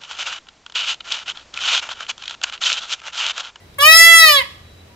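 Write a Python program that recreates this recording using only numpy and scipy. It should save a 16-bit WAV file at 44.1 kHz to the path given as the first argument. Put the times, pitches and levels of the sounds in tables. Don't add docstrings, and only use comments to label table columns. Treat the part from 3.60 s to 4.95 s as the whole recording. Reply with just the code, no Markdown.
import sys
import numpy as np
from scipy import signal
from scipy.fft import rfft, irfft, next_fast_len
from scipy.io import wavfile
from scipy.ndimage import uniform_filter1d, minimum_filter1d

SR = 44100
rng = np.random.default_rng(int(sys.argv[2]) if len(sys.argv) > 2 else 0)


def to_wav(sig):
    pcm = np.clip(np.atleast_2d(sig), -1, 1) * 32767
    pcm = np.round(pcm).astype(np.int16)
    wavfile.write(sys.argv[1], SR, pcm.T)


N = 59535


def undb(db):
    return 10 ** (np.asarray(db) / 20)


def level(x, db):
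    return x * undb(db) / np.sqrt(np.mean(x ** 2))


def walk(rate_hz):
    hold = int(SR / rate_hz)
    steps = np.repeat(rng.standard_normal(N // 40), hold)[:N]
    return 1.3 * uniform_filter1d(uniform_filter1d(steps, hold), hold)


def band(x, hz, width):
    return signal.lfilter(*signal.iirpeak(hz, hz / width, fs=SR), x)


def peacock_cry(t):
    # t/s, f/Hz, level/dB, treble lift/dB, hiss/dB
    cry = [(0.186, 544.8, -8, -54, -2.5), (0.199, 555.6, -10, -14.5, -15.5), (0.22, 575, -8.5, -6, 2.5),
           (0.244, 598.3, -10.5, -2.5, 0.5), (0.28, 631, -6, -7, 5), (0.321, 646.1, -9, 6, -27.5),
           (0.37, 659.1, -7.5, 5, -15), (0.428, 664.8, -7.5, 4, 4.5), (0.49, 668, -4.6, -2, 0),
           (0.551, 663.8, -7, 1, -20.5), (0.602, 656.1, -9.5, 6, -19.5), (0.641, 644.2, -4.5, -3.5, -6.5),
           (0.678, 616, -8, -2.9, -5), (0.72, 589, -9, 0.4, -14), (0.759, 561.9, -9.5, -8.5, -37.5),
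           (0.79, 540.2, -8, -14, -48), (0.811, 505, -16, -20.5, -7), (0.826, 473, -29, -29, 2)]
    times, hz, db, treble_db, hiss_db = np.array(cry).T
    attack_s, release_s = .0048, .0029
    jitter, flutter_db, treble_hz, hiss_hz = .0008, 2.53, 5090, 7800
    blur_rad, blur_from_hz, blur_full_hz = .79, 4700, 11000

    def glide(column):
        return uniform_filter1d(np.interp(t, times, column), size=900)

    pitch = glide(hz) * (1 + jitter * walk(rate_hz=150))
    phase = 2 * np.pi * np.cumsum(pitch) / SR
    voice = 0
    for k in range(1, 33):
        blur_share = np.clip((k * pitch - blur_from_hz) / (blur_full_hz - blur_from_hz), 0, 1)
        blur = blur_rad * blur_share * walk(rate_hz=240)
        lift = glide(treble_db) * np.clip(k * pitch / treble_hz, 0, 1) ** 2
        flutter = flutter_db * walk(rate_hz=40.54)
        voice = voice + undb(lift + flutter) * np.cos(k * phase + blur)
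    wide_noise = rng.standard_normal(N) + 2.25 * rng.standard_normal((2, N))
    high_noise = signal.sosfilt(signal.butter(5, hiss_hz, "high", fs=SR, output="sos"), wide_noise)
    hiss = undb(glide(hiss_db)) * (1 + .9 * np.cos(phase)) * high_noise
    onset = np.clip((t - times[0]) / attack_s + 1, 0, 1)
    ending = np.clip((times[-1] - t) / release_s + 1, 0, 1)
    return (voice + hiss) * undb(np.interp(t, times, db)) * (onset * ending) ** 2


def windpipe_and_beak(voice):
    # f/Hz, width/Hz, left level/dB, right level/dB, left phase lead/rad
    resonances = [(590, 68, -14.5, -15.5, 0.28), (1214, 110, -24, -7, 3), (1217, 226, -8.5, -13.5, 6),
                  (1684, 97, -11.5, -9.5, -1.5), (1964, 117, -0.5, 1, -0.33), (2471, 143, 0.5, -0.5, 2.38),
                  (3012, 72.3, 3, 0.3, 0.43), (3372, 240, -18.5, -7.0, -2), (3837.5, 133, -4, -6, -1.26),
                  (4330, 260, -9.5, -7, 1.35), (4762, 106, -4.5, -5.5, 1.02),
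                  (5260, 600, -10.5, -14.5, 1.57), (6100, 120, -34, -14.5, -5),
                  (6733, 250, -16, -16.5, 0.64), (7272, 86, -36.5, -15, -3), (7493, 97, -14.5, -17.5, 1.5),
                  (8580, 270, -16, -18, -1.8), (9244.0, 380, -15.5, -17.5, 4),
                  (9945, 390, -15.7, -44, -3.5), (10500, 110, -21, -16, -0.5),
                  (11170, 476, -20, -25.5, 1.24), (12305, 480, -16, -16, 1.86),
                  (13169.0, 472.0, -37, -49, 1.2), (13740, 2500, -25, -24.5, 1.76),
                  (960, 76, -13, -2, 4.16), (2188, 150, -8.5, -8.5, 2.37), (2696, 57, -13.5, -5, -2)]
    size = next_fast_len(N + SR // 10)
    f = np.arange(size // 2 + 1) * SR / size + 1e-6
    response = 0
    for k, (hz, width, left_db, right_db, lead) in enumerate(resonances):
        detuning = (f / hz - hz / f) * hz / width / np.sqrt(2)
        peak = (-1) ** k / (1 + 1j * detuning) ** 2
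        at_mics = np.array([[undb(left_db) * np.exp(.5j * lead)], [undb(right_db) * np.exp(-.5j * lead)]])
        response = response + peak * at_mics
    return irfft(rfft(voice, size) * response, size)[:, :N]


def yard(bird):
    slap_t60_s, low_t60_s, high_t60_s = .2, .62, .53
    slap_top_hz, split_hz, tail_top_hz = 5900, 4500, 9000
    lag = np.arange(SR // 2) / SR
    noise = rng.standard_normal((3, 2, len(lag)))
    early = signal.lfilter(*signal.butter(1, slap_top_hz, fs=SR), noise[0])
    low = signal.lfilter(*signal.butter(1, split_hz, fs=SR), noise[1])
    high = signal.lfilter(*signal.butter(1, [split_hz, tail_top_hz], "band", fs=SR), noise[2])
    slap = early * undb(-60 * lag / slap_t60_s)
    tail = low * undb(-60 * lag / low_t60_s) + high * undb(-60 * lag / high_t60_s)
    echoes = (level(slap, db=-13) + level(tail, db=-21.5)) / np.sqrt(len(lag))
    return signal.fftconvolve(bird, echoes, axes=1)[:, :N]


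def air():
    # f/Hz, relative level/dB
    spectrum = [(25, -22), (55, -9.5), (85, -9.5), (130, -12), (300, -19.5), (560, -21), (800, -29.5),
                (2000, -29.5), (4000, -32.5), (7000, -43), (11000, -46.5), (15000, -47)]
    spectrum_hz, spectrum_db = np.array(spectrum).T
    full_width_hz = 700
    out = 0
    for hz in 30 * 2 ** np.arange(0, 9.1, 1 / 3):
        mid, side = (band(rng.standard_normal(N), hz, hz / 4) for _ in range(2))
        db = np.interp(np.log(hz), np.log(spectrum_hz), spectrum_db) + .5 * walk(rate_hz=2.7)
        spread = min(hz / full_width_hz, 1) * np.array([[1], [-1]])
        out = out + undb(db) * (mid + spread * side)
    return level(out, db=-50)


def hum():
    hz, width_hz = 84, 20
    rumble = band(rng.standard_normal(N), hz, width_hz)
    return level(band(rumble, hz, width_hz), db=-50.5)


def cricket(t):
    # start t/s, length/s, level/dB
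    chirps = [(.01, 0.15, -65), (0.152, 0.019, -59.5), (1.023, .035, -59.5), (1.058, .1, -57),
              (1.166, 0.058, -56.5), (1.235, 0.1, -63.5)]
    pitch_hz, waver_db, edge_s = 3910, 1.5, .006
    waver = undb(waver_db * walk(rate_hz=60.2))
    pitch = pitch_hz * (1 + .00184 * walk(rate_hz=22))
    envelope = 0
    for start, length, db in chirps:
        ramp = np.minimum(t - start, start + length - t) / edge_s
        envelope = envelope + undb(db) * np.clip(ramp, 0, 1)
    return envelope * waver * np.sin(2 * np.pi * np.cumsum(pitch) / SR)


def tones_and_ping(t):
    # start t/s, length/s, f/Hz, level/dB
    tones = [(-0.02, 0.087, 1970, -58.5), (.143, 0.0033, 3590, -47.5), (1.282, 0.11, 964, -56)]
    out = 0
    for start, length, hz, db in tones:
        envelope = np.sin(np.pi * np.clip((t - start) / length, 0, 1))
        out = out + undb(db) * envelope * np.sin(2 * np.pi * hz * t)
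    return out


def tick(t):
    start_s, decay_s = .143, .004
    envelope = (t > start_s) * np.exp(-np.abs(t - start_s) / decay_s)
    return undb(-48) * envelope * band(rng.standard_normal(N), hz=5000, width=5000)


def scene():
    t = np.arange(N) / SR
    bird = windpipe_and_beak(peacock_cry(t))
    return bird + yard(bird) + air() + hum() + cricket(t) + tones_and_ping(t) + tick(t)


def record(dry):
    gain_db, limit, hold_s = 3, 1.63, .0013
    knee, top_hz = 19.5, 15500
    x = dry * undb(gain_db)
    hold = int(hold_s * SR)
    peak = np.abs(x).max(axis=0) + 1e-9
    held_gain = minimum_filter1d(np.minimum(1, limit / peak), 2 * hold)
    limited = x * uniform_filter1d(held_gain, hold)
    clipped = limited / (1 + np.abs(limited) ** knee) ** (1 / knee)
    low_pass = signal.ellip(8, .2, 60, top_hz, fs=SR, output="sos")
    return np.clip(signal.sosfilt(low_pass, clipped), -1, 1)


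dry = scene()
out = record(dry)
to_wav(out)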